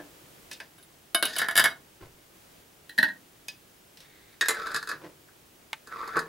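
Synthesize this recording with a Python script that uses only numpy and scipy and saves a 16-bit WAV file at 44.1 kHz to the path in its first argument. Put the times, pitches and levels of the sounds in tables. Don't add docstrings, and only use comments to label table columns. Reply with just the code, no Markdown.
import sys
import numpy as np
from scipy import signal
from scipy.fft import rfft, irfft, next_fast_len
from scipy.io import wavfile

SR = 44100
rng = np.random.default_rng(int(sys.argv[2]) if len(sys.argv) > 2 else 0)


def generate_wav(sig):
    pcm = np.round(np.clip(np.atleast_2d(sig).T, -1, 1) * 32767).astype(np.int16)
    wavfile.write(sys.argv[1], SR, pcm)


N = 276948

# t/s, force/dB, edge/dB (high: bare metal on rim, low: soft seal), rebounds
CONTACTS = [(0.513, -50.5, 5, 0), (0.53, -67.5, 18.5, 0), (0.601, -45.5, -6, 0), (0.783, -63, -5, 0),
            (0.827, -86, 19.5, 0), (1.1465, -27.5, -2, 0), (1.2256, -29.5, -1, 0), (1.253, -41, 6.5, 0),
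            (1.364, -39.5, 0.5, 0), (1.384, -40.5, 6, 0), (1.394, -33.5, -17, 0), (1.399, -41.5, -12.5, 0),
            (1.416, -28.5, -14, 0), (1.4847, -30, -13.5, 0), (1.51, -38, -9, 0), (1.5548, -29.5, -8, 0),
            (1.565, -36, 2.5, 0), (1.576, -24, -2, 1), (1.595, -25, -4.5, 1), (1.64, -27, -4, 1),
            (1.656, -25.5, -12, 0), (2.894, -47.5, -5.5, 0), (2.9782, -33, -12.5, 0),
            (2.9844, -20.5, -15, 0), (3.0282, -22.5, -14, 2), (3.087, -37, -19, 0), (3.483, -52, 12, 0),
            (3.972, -70.5, 13.5, 0), (4.004, -65, 8.5, 0), (4.41, -29, -1, 1), (4.427, -33.5, -27, 0),
            (4.458, -38, -5.5, 0), (4.484, -31.5, -0.5, 1), (4.506, -34, -8, 0), (4.546, -51, -9.5, 0),
            (4.668, -38.5, -11.5, 0), (4.716, -44, -9.5, 0), (4.7444, -33, -7.5, 0),
            (4.7618, -36.5, -3.5, 1), (4.8271, -43, -8, 0), (4.873, -44.5, -7, 0), (4.89, -41, -3, 2),
            (4.914, -36, -14, 0), (5.284, -63, -23, 0), (5.872, -55.5, -7, 0), (6.029, -45, -39, 0),
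            (6.076, -46.5, -11.5, 0), (6.1455, -45, -26, 0), (6.1676, -31.5, -17.5, 1), (6.191, -45, -3, 0)]
# f/Hz, relative level/dB, t60/s
SPARE_MODES = [(1730, -6, 0.14), (2550, 2, 0.11), (2550, 1.5, 0.1), (3650, -3, 0.066), (3900, -20.5, 0.055),
               (4907, -6, 0.1), (5017, -7, 0.097), (6630, -8, 0.03)]
RIM_MODES = [(685, 3, .12), (1066, -12.5, .13), (1240, -17, 0.24), (1480, -12, 0.35), (1575, -4, 0.15),
             (1620, -7.5, .13), (2214, -11, 0.21), (2980, 1, 0.16), (3670, 10, 0.099), (3790, 7, 0.067),
             (3800, 2, 0.14), (4950, -6.5, .08), (9760, -22.5, 0.074), (10650, 14, 0.066),
             (11250, -27, .05)]
FRONT_MODES = [(681, -20.5, 0.18), (1060, -8, 0.096), (1450, -1, 0.26), (1550, -12, .17),
               (1683, -2.5, 0.16), (1720, 16, 0.086), (1810, -1.5, .14), (1810, -17, 0.17),
               (2146, -3.5, 0.21), (2190, 1, .15), (3030, -8.5, 0.16), (3456, -9.5, 0.1), (3840, -8, .18),
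               (4880, -10, 0.14), (5790, -21, 0.19), (9650, -8, 0.043), (10640, 0, 0.025)]
MIDDLE_MODES = [(185, -13, 0.31), (302.5, -10.5, 0.17), (621.6, -9, 0.21), (897, -15, 0.15),
                (958, -30, 0.21), (1528, -10, 0.22), (1685, -18, 0.22), (1690, -15, 0.16),
                (1877, 11.5, 0.077), (1767, -8, 0.16), (1870, 6, 0.14), (2596, -14, 0.1),
                (3760, -18, 0.089), (4050, -4, 0.08), (4510, -27, 0.099)]
LEFT_MODES = [(458, -23, 0.11), (1590, -15.5, 0.15), (1644, 3, 0.2), (1782, 7.5, 0.2), (1877, 2.5, 0.14),
              (1930, -6, 0.13), (2510, -15.5, 0.12), (3650, -19, 0.091), (3757, -7.5, 0.088),
              (4600, -27, 0.066), (5000, -19.5, 0.1), (6360, -35, 0.063), (6700, -24, 0.088),
              (7940, -30, 0.08)]
SEATED_MODES = [(444, -15, 0.24), (1031, -9.5, 0.078), (1128, 0, 0.11), (1320, -4, 0.29), (1690, -22, 0.17),
                (1780, 4, 0.18), (1850, -20, 0.15), (2060, 8, 0.17), (3460, -10, 0.12), (3900, -5, 0.066),
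                (4080, -1, 0.03), (3930, -5, 0.17), (6953, 4, 0.062), (7640, 8, 0.054), (9640, 3, 0.046),
                (9900, -23, 0.085)]
GRIPPED_MODES = [(455, -1, 0.12), (1136, 0, .12), (1333, 2, 0.068), (1505, 3.5, 0.063), (1699, -1.5, 0.09),
                 (2565, -14.5, 0.12), (4330, -8, 0.05), (4960, -3, 0.024), (6400, -23, 0.059)]
# f/Hz, relative density/(dB per Hz)
SPARE_CLATTER = [(120, -49), (200, -20), (957, -12.5), (1300, -23), (1620, -7), (2560, -17), (2800, -16.5),
                 (4920, -19.5), (7220, -17), (8200, -10), (15500, -21)]
RIM_CLATTER = [(88, -52), (150, -15), (296, -4), (561, -11), (631, 4), (912, -12), (1570, 2), (1870, -10),
               (2700, -8), (2920, 1.5), (3550, -14.5), (3830, -2), (7000, -37.5), (10300, -22),
               (15500, -38.5)]
FRONT_CLATTER = [(100, -25), (160, -22), (500, -21.5), (690, -15), (1100, -16), (1300, -12), (1700, 2),
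                 (2500, -24.5), (3000, -14), (3800, -15.5), (4200, -23.5), (4900, -21.5), (5800, -33.5),
                 (7700, -30.5), (8600, -32.5), (10400, -28.5), (12000, -30), (15500, -39.5)]
MIDDLE_CLATTER = [(100, -36), (270, -20), (450, -41), (950, -26.5), (1250, -43), (1600, -10.5), (1880, -5),
                  (2150, -37.5), (2450, -44), (2700, -26.5), (4000, -23), (5500, -35), (10000, -22.5),
                  (15500, -29)]
GRIPPED_CLATTER = [(100, -18.5), (420, -18), (720, -21.5), (1150, -1), (1650, 8.5), (2200, -16.5),
                   (3100, -26), (3900, -10.5), (4800, -14.5), (5700, -23.5), (6800, -11.5), (8800, -16),
                   (11500, -14.5), (15500, -40.5)]
LEFT_CLATTER = [(100, -28), (420, -9.5), (700, -17), (1150, -6.5), (1750, 5.5), (2300, -12), (3000, -24),
                (3800, -16.5), (4800, -22.5), (5700, -21.5), (7200, -24), (8600, -17), (11000, -16),
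                (15500, -33)]
# from t/s, modes, clatter, clatter beside modes/dB,
# table knock beside ring/dB, edge tick beside ring/dB
IN_HAND = [(0, SPARE_MODES, SPARE_CLATTER, 4, -9, -6.5), (.7, RIM_MODES, RIM_CLATTER, -11, -7, 3),
           (1.2, RIM_MODES, RIM_CLATTER, 3.5, -7.5, -1),
           (1.375, FRONT_MODES, FRONT_CLATTER, -0.5, -12.5, 1.5),
           (2.5, MIDDLE_MODES, MIDDLE_CLATTER, -1.5, -20, -2),
           (3.3, SPARE_MODES, SPARE_CLATTER, -8, -4.5, -6.5),
           (3.8, SPARE_MODES, SPARE_CLATTER, 19, -6, -8.5),
           (4.2, LEFT_MODES, LEFT_CLATTER, -7, -14.5, -6.5),
           (4.47, SEATED_MODES, LEFT_CLATTER, -1, -7.5, 3.5),
           (4.6, GRIPPED_MODES, GRIPPED_CLATTER, 3, -13.5, -1.5),
           (5.8, GRIPPED_MODES, GRIPPED_CLATTER, 0.5, -3, 3.5)]
# low f/Hz, high f/Hz
REGISTERS = [(120, 900), (900, 2500), (2500, 6000), (6000, 16000)]
REGISTER_T60_S = [0.18, 0.13, 0.17, 0.075]
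EDGE_SHARE = (0, 0, 1, 1.2)
# t/s, attack/s, hold/s, scrape before trim/dB, rasp before trim/dB,
# sag of the lid's resonance under the palm/Hz
TWISTS = [(1.266, 0.011, 0.16, -41, -40.5, 27), (1.402, 0.023, 0.065, -32.5, -69, 35),
          (4.498, .05, .22, -33, -48, 356), (4.873, 0.024, 0.011, -31.5, -50, 130),
          (5.854, 0.086, 0.215, -32, -52, 554), (6.149, 0.012, 0.011, -21.5, -48, 540)]
# f/Hz, relative density/(dB per Hz)
SCRAPE = [(100, -13), (300, -6), (460, -2.5), (680, -4.5), (1100, -4), (1500, -13.5), (1850, 4), (2150, -2),
          (2550, -8.5), (3000, -30), (5000, -55)]
RASP = [(2200, -15), (3000, -8), (3600, 8.5), (4200, 1), (4850, 5), (5700, -6.5), (6600, -3.5),
        (8200, -13.5), (11000, -10), (15500, -22)]
# t/s, attack/s, hold/s, level/dB
GRIP = (3.99, .04, .31, -62)
# f/Hz, relative density/(dB per Hz)
SKIN = [(600, -33), (1400, -9), (2100, 0.5), (3000, -19), (3700, -4), (5500, -25), (12000, -30)]
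# t/s, attack/s, hold/s, level/dB
SLIDES = [(1.993, 0.02, 0.024, -48), (4.917, 0.0088, 0.0034, -42), (4.987, 0.036, .04, -46),
          (6.153, 0.012, 0.0093, -40), (6.249, 0.043, .01, -37)]
# f/Hz, relative density/(dB per Hz)
TABLE = [(29, -40.5), (50, -38), (142, 0), (239, -13), (303, 1), (532, -3), (793, -14.5), (1010, -4.5),
         (1210, -16), (1390, -10), (6000, -30.5), (7800, -59), (13200, -120)]
# f/Hz, relative level/dB, t60/s
STANDING_MODES = [(293.4, -2, 0.36), (610, -12, 0.26), (695, -5, 0.13), (808, -11, 0.13), (1607, -10, 0.15),
                  (1727, 0, 0.063)]
# t/s, level/dB
THUMPS = [(1.569, -54), (2.01, -48), (6.17, -53)]
# f/Hz, relative density/(dB per Hz)
BOOM = [(20, -8), (50, -11), (110, 4), (170, -15), (400, -43)]
# t/s, level before trims/dB
SNAP = [(5.731, -16)]
# f/Hz, width/Hz, relative level/dB
SNAP_BODY = [(884, 41, 9.5), (1550, 50, 9), (2134, 91, 13.5), (3400, 300, 6.5), (6470, 1500, -38),
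             (10500, 3000, -27)]
# f/Hz, relative density/(dB per Hz)
SNAP_RATTLE = [(300, -43), (800, 0.5), (2300, 5), (3800, -2), (5000, -12.5), (9000, -14.5), (15000, -30)]
# f/Hz, relative density/(dB per Hz)
AIR = [(12, -28), (20, -10), (44, -6.5), (161, -1.5), (207, -5.5), (232, -4.5), (333, -2), (427, -5),
       (534, -7.5), (581, -8), (1040, -12.5), (1670, -13.5), (3170, -14), (4070, -16.5), (15500, -18.5)]
# f/Hz, side gain/dB
AIR_WIDTH = [(60, -17), (110, -13.5), (200, -7.5), (380, -6), (700, 1), (1290, 1), (2380, -2), (4400, -3.5),
             (8120, -5), (15000, -9)]
# t/s, attack/s, hold/s, level/dB
REACHES = [(-.1, 0.076, 0.6, -57), (2.2, 0.16, .25, -61)]
# f/Hz, side gain/dB
WIDTH = [(100, -16), (450, -17), (1100, -9), (2500, -11), (5000, -11), (9000, -14), (15000, -12)]
# f/Hz, t60/s
KITCHEN = [(150, 0.55), (1500, 0.22), (5000, 0.17), (14000, 0.19)]

REBOUND_S, REBOUND_LOSS_DB, REBOUND_DULL_DB = .0095, 5.5, 7
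SEAL_CRACK_DB_PER_DB, SEAL_MAX_DB = 0.38, 7.5
FREE_LID_HZ = 1694
LET_GO_S = .03
SWELL_DB, RELEASE_DB_PER_S = 31.5, 340
SLIP_HZ, SLIP_S, SLIP_DB = 89, .004, 7.5
WHINE_HZ, TOP_HZ = 15625, 16000


def amp(db):
    return 10 ** (np.asarray(db) / 20)


def unit(x):
    return x / np.sqrt(np.mean(x ** 2) + 1e-20)


def along(points, hz):
    f, v = np.transpose(points)
    return np.interp(np.log(hz + 1), np.log(f + 1), v)


def filtered(x, response):
    n = x.shape[-1]
    padded = next_fast_len(n + 8192)
    hz = np.fft.rfftfreq(padded, 1 / SR)
    return irfft(rfft(x, padded) * response(hz), padded)[..., :n]


def coloured(x, spectrum):
    return unit(filtered(x, lambda hz: amp(along(spectrum, hz))))


def resonance(hz, centre_hz, width_hz):
    damping = 1j * hz * width_hz
    return damping / (centre_hz ** 2 - hz ** 2 + damping)


def stereo(pair, width=WIDTH):
    side = filtered(pair[1], lambda hz: amp(along(width, hz)))
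    return np.array([pair[0] + side, pair[0] - side])


def add(out, s, sound):
    part = out[:, round(s * SR):][:, :sound.shape[1]]
    part += sound[:, :part.shape[1]]


def stroke(s, attack_s, hold_s, db):
    t = np.arange(N) / SR - s
    swell_db = SWELL_DB * (1 - np.clip(t / attack_s, 0, 1))
    release_db = RELEASE_DB_PER_S * np.maximum(t - attack_s - hold_s, 0)
    return (t > 0) * amp(db - swell_db - release_db)


def grit(rate_hz, spread_db):
    sizes = amp(spread_db * rng.standard_normal((2, N)))
    signs = rng.choice([-1, 1], (2, N))
    return sizes * signs * (rng.random((2, N)) < rate_hz / SR)


def puff(spectrum, t60_s, width=WIDTH):
    t = np.arange(SR // 2) / SR
    noise = coloured(rng.standard_normal((2, len(t))), spectrum)
    return stereo(noise, width) * amp(-60 * t / t60_s)


def ringing(modes, t, scatter_db=2, detune=0.0044, rise_s=0.0013):
    hz, db, t60_s = np.transpose(modes)[:, :, None]
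    strength, grip, place, phase = rng.standard_normal((4, len(modes), 1))
    pitch_hz = hz * (1 + detune * grip * np.sqrt(hz / 5000))
    envelope = amp(db + scatter_db * strength - 60 * t / t60_s)
    waves = envelope * np.sin(2 * np.pi * (pitch_hz * t + phase))
    mid = waves.sum(0)
    side = (waves * place * amp(along(WIDTH, hz))).sum(0)
    return np.array([mid + side, mid - side]) * (1 - np.exp(-t / rise_s))


def causal(spectrum, size=2048):
    cepstrum = irfft(np.log(amp(along(spectrum, np.fft.rfftfreq(size, 1 / SR)))))
    cepstrum[1:size // 2] *= 2
    cepstrum[size // 2 + 1:] = 0
    return irfft(np.exp(rfft(cepstrum)))


def touches():
    hits = []
    for s, force_db, edge_db, rebounds in CONTACTS:
        for k in range(round(rebounds) + 1):
            hits.append((s + k * REBOUND_S, force_db - k * REBOUND_LOSS_DB, edge_db - k * REBOUND_DULL_DB))
    return hits


def contacts(crack_s=0.0034, crack_db=-6):
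    out, t = np.zeros((2, N)), np.arange(SR // 3) / SR
    bands = [signal.butter(5, edges, "band", fs=SR, output="sos") for edges in REGISTERS]

    def level_start(x):
        return x / np.sqrt(np.mean(x[:, t < .03] ** 2))

    def in_band(band, x):
        return level_start(signal.sosfilt(band, x + 1e-20))

    for s, force_db, edge_db in touches():
        _, modes, clatter, clatter_db, knock_db, tick_db = [lid for lid in IN_HAND if lid[0] <= s][-1]
        body = causal(clatter)[None]
        ring = ringing(modes, t)
        crack_force = stereo(rng.standard_normal((2, len(t)))) * np.exp(-t / crack_s)
        burst = signal.fftconvolve(crack_force, body, axes=1)[:, :len(t)]
        rattle_force = stereo(rng.standard_normal((2, len(t))))
        dense = signal.fftconvolve(rattle_force, body, axes=1)[:, :len(t)]
        levels_db = force_db + np.array([knock_db, 0, 0, tick_db]) + edge_db * np.array(EDGE_SHARE)
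        crack = amp(crack_db - SEAL_CRACK_DB_PER_DB * np.clip(edge_db, -SEAL_MAX_DB, 0))
        for band, t60_s, db in zip(bands, REGISTER_T60_S, levels_db):
            tone = in_band(band, ring)
            rattle = in_band(band, dense * amp(-60 * t / t60_s))
            hit = in_band(band, burst)
            ring_on = level_start(tone + amp(clatter_db) * rattle)
            add(out, s, amp(db) * (ring_on + crack * hit))
    return out


def stick_slip():
    chance, size = rng.random((2, N))
    jerks = (chance < SLIP_HZ / SR) * size
    decay = np.exp(-1 / (SLIP_S * SR))
    return unit(1 + amp(SLIP_DB) * signal.lfilter([1], [1, -decay], jerks))


def screwing(scrape_db=-4.0, rasp_db=-3.5, width_hz=300, broad=0.12, singing=2.2):
    out = np.zeros((2, N))
    slips = grit(rate_hz=2600, spread_db=3.0) * stick_slip()

    def jar(hz):
        modes = sum(amp(db) * resonance(hz, f, np.log(1000) / (np.pi * t60_s))
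                    for f, db, t60_s in GRIPPED_MODES)
        return 1 + singing * modes

    body = filtered(coloured(slips, SCRAPE), jar)
    rasp = stereo(coloured(slips + 0.036 * rng.standard_normal((2, N)), RASP))
    centres_hz = np.linspace(1050, 1850, 7)
    rings = []
    for c in centres_hz:
        ring = filtered(body, lambda hz: broad + resonance(hz, c, width_hz) ** 2)
        rings.append(stereo(unit(ring)))
    for s, attack_s, hold_s, low_db, high_db, sag_hz in TWISTS:
        progress = np.clip((np.arange(N) / SR - s) / (attack_s + hold_s + LET_GO_S), 0, 1)
        lid_hz = FREE_LID_HZ - sag_hz * np.sin(np.pi * progress)
        shares = np.eye(len(centres_hz))
        lid = sum(ring * np.interp(lid_hz, centres_hz, share) for ring, share in zip(rings, shares))
        out += stroke(s, attack_s, hold_s, low_db + scrape_db) * lid
        out += stroke(s, attack_s, hold_s, high_db + rasp_db) * rasp
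    return out


def snap(click_db=1, rattle_db=-14, rattle_t60_s=0.049, tail_db=-35, tail_t60_s=0.264):
    out, t = np.zeros((2, N)), np.arange(SR // 2) / SR

    def body(hz):
        return sum(amp(db) * resonance(hz, f, width_hz) for f, width_hz, db in SNAP_BODY)

    click = filtered(1. * (t == 0), body)
    click = amp(click_db) * click / np.abs(click).max()
    for s, db in SNAP:
        rattle = amp(rattle_db) * puff(SNAP_RATTLE, rattle_t60_s)
        tail = amp(tail_db) * puff(SNAP_RATTLE, tail_t60_s)
        add(out, s, amp(db) * (click + rattle + tail))
    return out


def sliding():
    rub = stereo(coloured(grit(rate_hz=1200, spread_db=3), TABLE))
    return rub * sum(stroke(*slide) for slide in SLIDES)


def settling(ring_db=-34, clatter_db=-46, t60_s=0.19):
    out, ring = np.zeros((2, N)), ringing(STANDING_MODES, np.arange(SR // 2) / SR)
    add(out, 0, amp(ring_db) * ring / np.abs(ring).max() + amp(clatter_db) * puff(TABLE, t60_s))
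    return out


def thumps(t60_s=0.31, rise_s=0.0056):
    out, t = np.zeros((2, N)), np.arange(SR // 2) / SR
    for s, db in THUMPS:
        add(out, s, amp(db) * puff(BOOM, t60_s) * (1 - np.exp(-t / rise_s)))
    return out


def fingers():
    return stroke(*GRIP) * stereo(coloured(grit(rate_hz=5600, spread_db=7.5), SKIN))


def kitchen(x, build_s=0.0057):
    hz, t, z = signal.stft(rng.standard_normal((2, SR // 2)), SR, nperseg=256)
    decay = amp(-60 * t / along(KITCHEN, hz)[:, None])
    tail = signal.istft(z * decay * (1 - np.exp(-t / build_s)), SR, nperseg=256)[1]
    tail = stereo(tail)
    return signal.fftconvolve(x, tail / np.linalg.norm(tail[0]), axes=1)[:, :N]


def background(air_db=-58.0, whine_db=-75):
    air = stereo(coloured(rng.standard_normal((2, N)), AIR), AIR_WIDTH)
    rustle = stereo(coloured(rng.standard_normal((2, N)), AIR), AIR_WIDTH)
    reaching = sum(stroke(*reach) for reach in REACHES) * rustle
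    whine = np.sin(2 * np.pi * WHINE_HZ * np.arange(N) / SR)
    return amp(air_db) * air + reaching + amp(whine_db) * whine


def scene(room_db=-12):
    lids = contacts() + screwing()
    handling = lids + sliding() + settling() + thumps() + fingers()
    return handling + amp(room_db) * kitchen(handling) + snap() + background()


def record(dry):
    return filtered(dry, lambda hz: hz < TOP_HZ)


dry = scene()
out = record(dry)
generate_wav(out)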